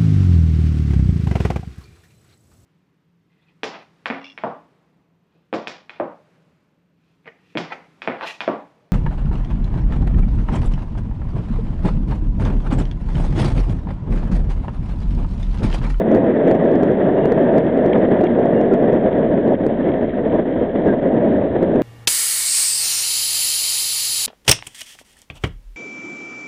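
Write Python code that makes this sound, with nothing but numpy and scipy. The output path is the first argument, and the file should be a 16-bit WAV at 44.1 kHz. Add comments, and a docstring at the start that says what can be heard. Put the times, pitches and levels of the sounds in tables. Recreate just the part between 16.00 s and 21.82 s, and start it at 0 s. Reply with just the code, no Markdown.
"""Subway car in a tunnel

We ride inside a subway car at speed. Rough rails shake the floor (a roar), the body (a low boom) and the
wheels (a faint ring), all made of filtered noise. Jolts are short pushes that overload a small narrow-band
recorder: its flat tops come with clicks and faint treble noise that dies away after each, over a faint hiss.
A loose fitting ticks and chatters as short ringing tones, and rubbing metal squeaks as thin gliding tones.
"""
import sys
import numpy as np
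from scipy import signal
from scipy.fft import rfft, irfft, next_fast_len
from scipy.io import wavfile
from scipy.ndimage import uniform_filter1d, map_coordinates

SR = 44100
rng = np.random.default_rng(int(sys.argv[2]) if len(sys.argv) > 2 else 0)


def transcribe(signal):
    """Save signal, clipped to [-1, 1], as a 16-bit WAV file at the path in sys.argv[1]."""
    frames = np.atleast_2d(signal).T
    limited = np.clip(frames, -1, 1)
    pcm = np.round(limited * 32767).astype(np.int16)
    wavfile.write(sys.argv[1], SR, pcm)


N = 256662  # length in samples

# Rolling noise before swells and dips: time_s, roar_db, wheel_ring_db, boom_db
ROLLING_LEVELS = [(0, -14, -38.5, -36.5), (.6, -14.5, -37, -37), (1.3, -14.5, -37.5, -35.5),
                  (2.1, -14.5, -37.5, -37), (2.9, -15, -39.5, -38.5), (3.3, -17, -40.5, -33.5),
                  (3.52, -16, -41, -38), (3.6, -19, -42.5, -36), (4.1, -20, -42, -35.5),
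                  (4.75, -19, -42, -35), (5.15, -16, -40.5, -37), (5.45, -18, -42, -31),
                  (5.82, -17.5, -42.5, -33.5)]
# Short swells of the rolling noise: middle_s, rise_db, half_length_s
SHORT_SWELLS = [(0.154, 4, 0.032), (0.241, 4, 0.0072), (0.277, 0.5, 0.059), (0.493, 4, 0.04),
                (0.555, 4.5, 0.0064), (0.651, 1.5, 0.078), (0.74, 3, 0.023), (1.082, 3, 0.02),
                (1.185, 5, 0.011), (1.255, 4, 0.0096), (1.323, 5.5, 0.0053), (1.379, 4, 0.0086),
                (1.431, 2.5, 0.04), (1.495, 2.5, 0.0083), (1.566, 4.5, 0.03), (1.78, 1.5, 0.012),
                (1.876, 2, 0.036), (1.958, 7, 0.012), (1.98, 2, 0.008), (2.047, 6, 0.013),
                (2.121, 4, 0.0069), (2.139, 2.5, 0.047), (2.215, 0, 0.008), (2.241, 2.5, 0.008),
                (2.393, 3, 0.014), (2.456, 2, 0.0058), (2.578, 2.5, 0.04), (2.734, 5, 0.018),
                (2.838, 4.5, 0.014), (2.889, 2.5, 0.0057), (2.927, 6, 0.052), (3.065, 4, 0.031),
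                (3.199, 3, 0.043), (3.338, 3, 0.031), (3.378, 5, 0.006), (3.468, 3.0, 0.013),
                (3.508, 3.5, 0.037), (3.538, 3.5, 0.0058), (3.608, 3.0, 0.012), (3.668, 2.5, 0.058),
                (3.811, 3.5, 0.011), (3.901, 6, 0.044), (3.947, 2, 0.0088), (4.031, 4, 0.024),
                (4.19, 4, 0.018), (4.268, 5.5, 0.018), (4.348, 8.5, 0.03), (4.396, 7.5, 0.008),
                (4.464, 3.5, 0.016), (4.564, 4.5, 0.0057), (4.625, 5.5, 0.014), (4.759, 9.5, 0.0065),
                (4.789, 5, 0.0081), (4.877, 7.5, 0.036), (4.935, 7, 0.011), (5.035, 1.5, 0.0073),
                (5.068, 4, 0.015), (5.132, 2.0, 0.028), (5.178, 5.5, 0.0074), (5.262, 5.0, 0.04),
                (5.338, 3.5, 0.017), (5.386, 1, 0.007), (5.412, 3, 0.045), (5.563, 8.5, 0.0064),
                (5.629, 5.5, 0.015), (5.763, 4, 0.061)]
# The rolling noise dips briefly: middle_s, drop_db, half_length_s
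BRIEF_DIPS = [(0.034, 5, 0.015), (0.351, 4.0, 0.0063), (0.583, 5.5, 0.0091), (0.958, 4, 0.02),
              (1.339, 4, 0.0094), (1.632, 2.5, 0.016), (1.71, 4, 0.014), (2.067, 4, 0.008),
              (2.099, 5, 0.008), (2.275, 2.5, 0.0074), (2.702, 5.5, 0.007), (2.913, 7.5, 0.0092),
              (3.019, 4.5, 0.006), (3.105, 7, 0.0064), (3.364, 3.0, 0.008), (3.418, 4, 0.014),
              (3.558, 5, 0.008), (3.572, 6, 0.017), (3.594, 4, 0.0068), (3.755, 2.5, 0.015),
              (3.921, 5, 0.01), (4.065, 7.5, 0.0082), (4.121, 6.5, 0.018), (4.226, 1.5, 0.0092),
              (4.372, 6, 0.0094), (4.446, 6, 0.0088), (4.721, 6.5, 0.012), (4.961, 5.5, 0.0057),
              (5.011, 7, 0.011), (5.406, 4.5, 0.0073), (5.492, 4, 0.015)]
# Colour of the roar as the floor passes it: pitch_hz, level_db (per Hz)
FLOOR_COLOUR = [(60, -39), (110, -13.5), (170, -3), (230, 1.5), (450, -1.5), (640, -2), (740, -11.5),
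                (830, -19), (930, -17.5), (1050, -26), (1300, -33.5), (2000, -57.5)]
# Deeper floor panels against the higher ones: time_s, gain_db
DEEP_PANELS = [(0, 0), (.3, -.5), (.6, 0), (.9, .5), (1.2, 0), (1.5, -.5), (1.8, 0), (2.1, -0.5), (2.4, 0),
               (2.7, .5), (3, -0.5), (3.3, 1), (3.5, 1.5), (3.7, 1.5), (4, .5), (4.3, 1), (4.6, .5),
               (4.9, -.5), (5.2, 0), (5.5, 0), (5.82, 0)]
# Colour of the body's sway and boom: pitch_hz, level_db (per Hz)
BODY_COLOUR = [(5, -23.5), (27, -19), (35, -3), (60, -1.5), (100, 1.5), (160, -1.5), (300, -35.5)]
# The slowest sway against the boom: time_s, gain_db
SLOW_SWAY = [(0, -4), (2.6, -4), (3.2, 4), (4.6, 3), (4.9, -1), (5.82, -1)]
# Broad wheel and rail resonances: pitch_hz, width_hz, level_db
WHEEL_MODES = [(1130, 400, -9), (1659, 336, 1), (1925, 332, 0), (2506, 900, -15), (3360, 550, -16.5)]
# Hardest jolts of wheel on rail, before the overload: time_s, peak_db, direction (1 up, -1 down), pitch_hz
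HARD_JOLTS = [(0.1158, -4.02, 1, 430), (0.1168, -8.0, -1, 300), (0.1487, -1.96, -1, 360),
              (0.1592, -2.08, 1, 330), (0.1714, -2.61, -1, 370), (0.4758, -2.46, 1, 430),
              (0.4826, -2.04, -1, 480), (0.5027, -3.14, 1, 460), (0.5133, -2.82, -1, 540),
              (0.5144, -7.02, 1, 330), (0.5209, -3.37, -1, 480), (0.5517, -2.55, -1, 400),
              (0.6519, -7.04, -1, 390), (0.653, -6.66, 1, 410), (0.7162, -3.08, -1, 420),
              (0.7556, -2.3, 1, 310), (0.8322, -9.79, -1, 380), (0.8334, -2.13, 1, 300),
              (0.9005, -3.36, -1, 330), (0.9178, -2.7, 1, 340), (1.2569, -1.26, -1, 410),
              (1.3219, -0.97, 1, 410), (1.5293, -3.17, 1, 390), (1.5672, -3.22, 1, 390),
              (1.5829, -1.39, -1, 430), (1.7755, -2.67, 1, 410), (1.862, -1.72, -1, 360),
              (1.9014, -3.31, -1, 390), (1.9822, -7.01, 1, 410), (1.9833, -6.2, -1, 330),
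              (2.0883, -3.37, -1, 430), (2.1161, -2.92, -1, 390), (2.1247, -3.28, 1, 300),
              (2.2115, -2.62, 1, 450), (2.2174, -3.28, -1, 480), (2.2403, -1.44, -1, 380),
              (2.3794, -3.38, -1, 380), (2.3975, -2.77, 1, 320), (2.4574, -3.1, 1, 510),
              (2.5589, -3.24, 1, 350), (2.6135, -2.36, -1, 440), (2.7262, -3.29, 1, 360),
              (2.7375, -2.51, -1, 410), (2.7394, -2.0, 1, 370), (2.825, -3.31, -1, 390),
              (2.9313, -2.59, -1, 400), (3.4802, -2.87, 1, 360), (3.5227, -3.26, 1, 510),
              (3.6661, -1.67, -1, 360), (4.8656, -3.24, 1, 430), (4.8781, -3.22, 1, 380),
              (5.6291, -6.47, 1, 380), (5.6303, -5.41, -1, 290), (5.7589, -2.55, 1, 380)]
# Single ticks of a loose fitting: start_s, level_db
FITTING_TICKS = [(0.4653, -34.5), (1.6661, -26), (1.9314, -13.5), (1.9338, -22), (2.2688, -20),
                 (3.1278, -27.5), (3.2444, -42), (3.38, -39), (3.552, -28), (3.6114, -45), (3.8892, -24),
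                 (3.9387, -25), (4.0113, -30), (4.2984, -33.5), (4.3281, -32), (5.5638, -34)]
# How the fitting rings: pitch_hz, level_db, t60_s (time to fall 60 dB)
FITTING_MODES = [(2170, 0.5, 0.01), (2700, -9.5, 0.014), (3184, -5, 0.012)]
# Lowest level of the faint chatter: time_s, level_db
CHATTER_LEVELS = [(0, -53), (1.5, -45), (3.5, -46), (3.9, -39), (4.5, -41.5), (5, -46), (5.82, -44.5)]
# Short squeaks of rubbing metal: start_s, length_s, start_hz, end_hz, level_db (average, roughly)
METAL_SQUEAKS = [(1.167, .03, 2835, 2810, -49), (1.23, 0.045, 2825, 2808, -45.5),
                 (1.915, .016, 1760, 1770, -32.5), (2.195, .02, 2800, 2798, -51),
                 (2.233, 0.036, 2810, 2800, -47), (2.54, 0.024, 2820, 2825, -51),
                 (2.563, 0.045, 2805, 2780, -44), (2.713, 0.023, 1380, 1366, -35),
                 (4.863, .074, 1677, 1535, -31.5)]
# Colour of the crackle at each overload: pitch_hz, level_db (per Hz)
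CRACKLE_COLOUR = [(3000, -5), (5000, 0), (9000, -8.5), (15000, -19.5)]
# Dry clicks in the treble: time_s, level_db (before the low end is taken off)
TREBLE_CLICKS = [(0.1871, -39), (1.3869, -36)]
# Colour of the recorder's faint hiss: pitch_hz, level_db (per Hz)
HISS_COLOUR = [(3000, -2), (5000, 0), (7400, -1), (8200, -14), (10000, -24), (15000, -29.5)]

DEEP_HZ, SWAY_HZ = 380, 48  # where the deeper panels end, where the slow sway ends
EVENNESS = 0.4  # how far the roar holds its strength between swells, 0-1
FLOOR_LIMIT = .58  # size that the floor's swings hardly pass
RING_FOLLOWS, BOOM_FOLLOWS = 0.74, 0.12  # dB for each dB of swell in the roar
BOOM_WANDER_DB = 1
THUD_HZ = 90  # the springs absorb the jolts below this
CHATTER_PER_S, CHATTER_SPREAD_DB = 90, 10.5
CRACK_DB, CRACK_T60_S = -3, .005  # the contact itself: level over the modes, time to fall 60 dB
SQUEAK_ROUGH_DB, SQUEAK_WAVER = 2, .004  # flutter of level, share of pitch
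BAND_HZ = 3900  # top of the recorder's narrow band
CLIP_LOW, CLIP_HIGH = -.672, .682  # where the recorder overloads
CRACKLE_DB, CRACKLE_DECAY_S = -53, 0.00061  # ragged burst at each overload
TREBLE_TAIL_DB, TREBLE_TAIL_DECAY_S = -71, 0.009  # faint treble noise that dies away after each click
HISS_STEADY_DB, HISS_FOLLOWING_DB = -91.5, -62
TOP_HZ, DULL_HZ = 15200, 15000  # the sound ends at the first, the treble sags around the second


def floor_roar(level_db, bumps):
    """Rail bumps shake the floor panels, which shape noise into a roar."""
    roar = filtered(amp(bumps) * patchy(0.62), lambda hz: amp(along(FLOOR_COLOUR, hz)))
    # Divide by part of the local strength to even out the roar
    power = uniform_filter1d(uniform_filter1d(roar ** 2, size=500), size=500)
    roar = roar / np.abs(power) ** (EVENNESS / 2)
    roar = roar + (amp(curves(DEEP_PANELS)[0]) - 1) * low_part(roar, DEEP_HZ, 6)
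    roar = amp(level_db) * unit(roar)
    # Rubber mounts damp the widest swings of the floor
    swing = uniform_filter1d(np.abs(signal.hilbert(roar, next_fast_len(N))[:N]), size=40)
    return roar / (1 + (swing / FLOOR_LIMIT) ** 8) ** (1 / 8)


def wheel_resonance(hz):
    """Sum the broad resonances of wheel and rail, with alternating signs."""
    total = 0
    for k, (center, width, db) in enumerate(WHEEL_MODES):
        damping = 1j * hz * width
        total = total + (-1) ** k * amp(db) * damping / (center * center - hz * hz + damping)
    return total


def wheel_ring(level_db, bumps):
    """Small flaws strike the wheel's tread, and its resonances ring faintly."""
    grit = amp(1.4 * bumps + wobble(150))
    return amp(level_db) * unit(filtered(grit * patchy(1.0), wheel_resonance))


def body_boom(level_db):
    """The car body sways and booms as low noise."""
    boom = filtered(patchy(1.0), lambda hz: amp(along(BODY_COLOUR, hz)))
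    boom = boom + (amp(curves(SLOW_SWAY)[0]) - 1) * low_part(boom, SWAY_HZ, 6)
    return amp(level_db + BOOM_WANDER_DB * wobble(9.8)) * unit(boom)


def rolling():
    """Rail roughness shakes floor, wheels and body; the same swells lift all three."""
    roar_db, ring_db, boom_db = curves(ROLLING_LEVELS)
    swell_db = humps(SHORT_SWELLS) - humps(BRIEF_DIPS)
    bumps = 0.1 * wobble(12) + 0.83 * wobble(45)
    roar = floor_roar(roar_db + swell_db, bumps)
    ring = wheel_ring(ring_db + RING_FOLLOWS * swell_db, bumps)
    boom = body_boom(boom_db + BOOM_FOLLOWS * swell_db)
    return roar + boom, ring


def jolted(floor, light):
    """Jolts push the floor for about one swing, replacing the roar and, at the crest, the lighter sounds."""
    push, rest, crest = np.zeros(N), np.ones(N), np.ones(N)
    t = np.arange(-400, 400) / SR
    mean = np.exp(-(np.pi / 2) ** 2)  # taken off, so that the floor comes back to rest
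    for s, db, side, hz in HARD_JOLTS:
        swing = (np.cos(2 * np.pi * hz * t) - mean) / (1 - mean)
        add(push, s + t[0], side * amp(db) * swing * np.exp(-(t * hz / .5) ** 2))
        add(rest, s + t[0], -np.exp(-(t * hz / .7) ** 4))
        add(crest, s + t[0], -.9 * np.exp(-(t * hz / .2) ** 2))
    rest = np.clip(rest, 0, 1)
    thud = low_part(push + (rest - 1) * floor, THUD_HZ, 4)
    return push + rest * (floor - thud) + np.clip(crest, 0, 1) * light


def ticks():
    """A loose fitting ticks and chatters: each hard contact cracks and rings three short modes."""
    out, t = np.zeros(N), np.arange(SR // 20) / SR
    band = signal.butter(2, [1600, 3800], 'band', fs=SR, output='sos')
    grit = unit(signal.sosfilt(band, rng.standard_normal(N + SR)))
    contacts = list(FITTING_TICKS)
    # The chatter falls at random moments, at random levels up to the spread above the lowest one
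    for place, extra in rng.random((round(CHATTER_PER_S * N / SR), 2)):
        s = place * N / SR
        contacts.append((s, np.interp(s, *np.transpose(CHATTER_LEVELS)) + CHATTER_SPREAD_DB * extra))
    variations = rng.standard_normal((len(contacts), len(FITTING_MODES), 2))
    for (s, db), variation in zip(contacts, variations):
        sound = amp(CRACK_DB - 60 * t / CRACK_T60_S) * grit[round(s * SR):][:len(t)]
        for (hz, level_db, t60), (vary_db, detune) in zip(FITTING_MODES, variation):
            tone = np.sin(2 * np.pi * hz * (1 + 0.03 * detune) * t)
            sound = sound + amp(level_db + vary_db - 60 * t / t60) * tone
        add(out, s, amp(db) * sound * (1 - np.exp(-t / 0.00098)))  # soft start
    return out


def squeaks():
    """Rubbing metal makes thin gliding tones that catch, flutter and fade."""
    out = np.zeros(N)
    flutter = amp(SQUEAK_ROUGH_DB * wobble(120))
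    waver = 1 + SQUEAK_WAVER * wobble(150)
    for s, length, start_hz, end_hz, db in METAL_SQUEAKS:
        u = np.linspace(0, 1, round(length * SR))
        hz = (start_hz + (end_hz - start_hz) * u) * waver[round(s * SR):][:len(u)]
        fade = np.sin(np.pi * u ** 0.79) ** 0.45
        add(out, s, amp(db + 1.5) * fade * np.sin(2 * np.pi * np.cumsum(hz) / SR))
    return out * flutter


def overload_crackle(cut):
    """Each overload brings a ragged burst and faint treble noise that dies away, driven by what was cut off."""
    tail = np.abs(lingering(cut, TREBLE_TAIL_DECAY_S) ** .5)
    burst = np.abs(lingering(cut, CRACKLE_DECAY_S)) ** 0.82 * amp(3.3 * wobble(900))
    noise = filtered(rng.standard_normal(N), lambda hz: amp(along(CRACKLE_COLOUR, hz)) * (hz > BAND_HZ / 2))
    return (amp(CRACKLE_DB) * burst + amp(TREBLE_TAIL_DB) * tail) * unit(noise)


def treble_clicks():
    """Single-sample clicks keep only their treble."""
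    clicks = np.zeros(N)
    for s, db in TREBLE_CLICKS:
        clicks[round(s * SR)] += amp(db)
    return clicks - low_part(clicks, BAND_HZ, 8)


def recorder_hiss(narrow):
    """The recorder hisses faintly, with a steady part and a part that follows the level."""
    loudness = uniform_filter1d(np.abs(narrow), size=1500)
    noise = filtered(rng.standard_normal(N), lambda hz: amp(along(HISS_COLOUR, hz)))
    return (amp(HISS_STEADY_DB) + amp(HISS_FOLLOWING_DB) * loudness ** 2) * unit(noise)


def amp(db):
    """Turn decibels into a plain factor."""
    return 10 ** (np.asarray(db) / 20)


def unit(x):
    """Scale a sound to an average (rms) strength of 1."""
    return x / np.sqrt(np.mean(x ** 2) + 1e-20)


def along(points, hz):
    """Read a (pitch_hz, value) table on a log pitch axis."""
    f, v = np.transpose(points)
    return np.interp(np.log(hz + 1), np.log(f + 1), v)


def curves(rows):
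    """Give one value per sample for each column after the time."""
    s, *columns = np.transpose(rows)
    return [np.interp(np.arange(N) / SR, s, column) for column in columns]


def humps(rows):
    """Add bell-shaped humps into one dB curve."""
    t = np.arange(N) / SR
    return sum(db * np.exp(-((t - s) / half) ** 2) for s, db, half in rows)


def wobble(rate):
    """Draw a smooth random curve with rate knots a second."""
    knots = rng.standard_normal(int(N * rate / SR) + 4)
    return map_coordinates(knots, [np.arange(N) * rate / SR])


def filtered(x, response):
    """Multiply the spectrum of x by a response of frequency."""
    m = next_fast_len(N + SR // 2)
    return irfft(rfft(x, m) * response(np.fft.rfftfreq(m, 1 / SR)), m)[:N]


def low_part(x, edge_hz, steepness):
    """Keep what lies below edge_hz."""
    return filtered(x, lambda hz: 1 / (1 + (hz / edge_hz) ** steepness))


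def lingering(x, decay_s):
    """Let every value die away exponentially."""
    return signal.lfilter([1], [1, -np.exp(-1 / (decay_s * SR))], x)


def patchy(patchy_db):
    """White noise with patches of random gain in time and frequency."""
    z = signal.stft(rng.standard_normal(N + 512), nperseg=512)[2]
    field = uniform_filter1d(rng.standard_normal(z.shape), size=4, axis=0)
    field = uniform_filter1d(field, size=6, axis=1)
    return signal.istft(z * amp(patchy_db * unit(field)), nperseg=512)[1][:N]


def add(track, s, sound):
    """Mix a sound into the track from time s."""
    part = track[max(round(s * SR), 0):][:len(sound)]
    part += sound[:len(part)]


def scene():
    """The rolling car with its jolts, ticks and squeaks."""
    floor, ring = rolling()
    return jolted(floor, ring + ticks() + squeaks())[None]


def record(dry):
    """Narrow the band first, then overload hard: the flat tops spray clicks above the band."""
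    narrow = low_part(dry[0], BAND_HZ, 24)
    clipped = np.clip(narrow, CLIP_LOW, CLIP_HIGH)
    cut = np.abs(narrow - clipped)
    flat = clipped - .006  # small constant offset
    mix = flat + recorder_hiss(narrow) + overload_crackle(cut) + treble_clicks()
    return filtered(mix, lambda hz: 1 / (1 + (hz / TOP_HZ) ** 40) / np.sqrt(1 + (hz / DULL_HZ) ** 4))[None]


dry = scene()
out = record(dry)
transcribe(out)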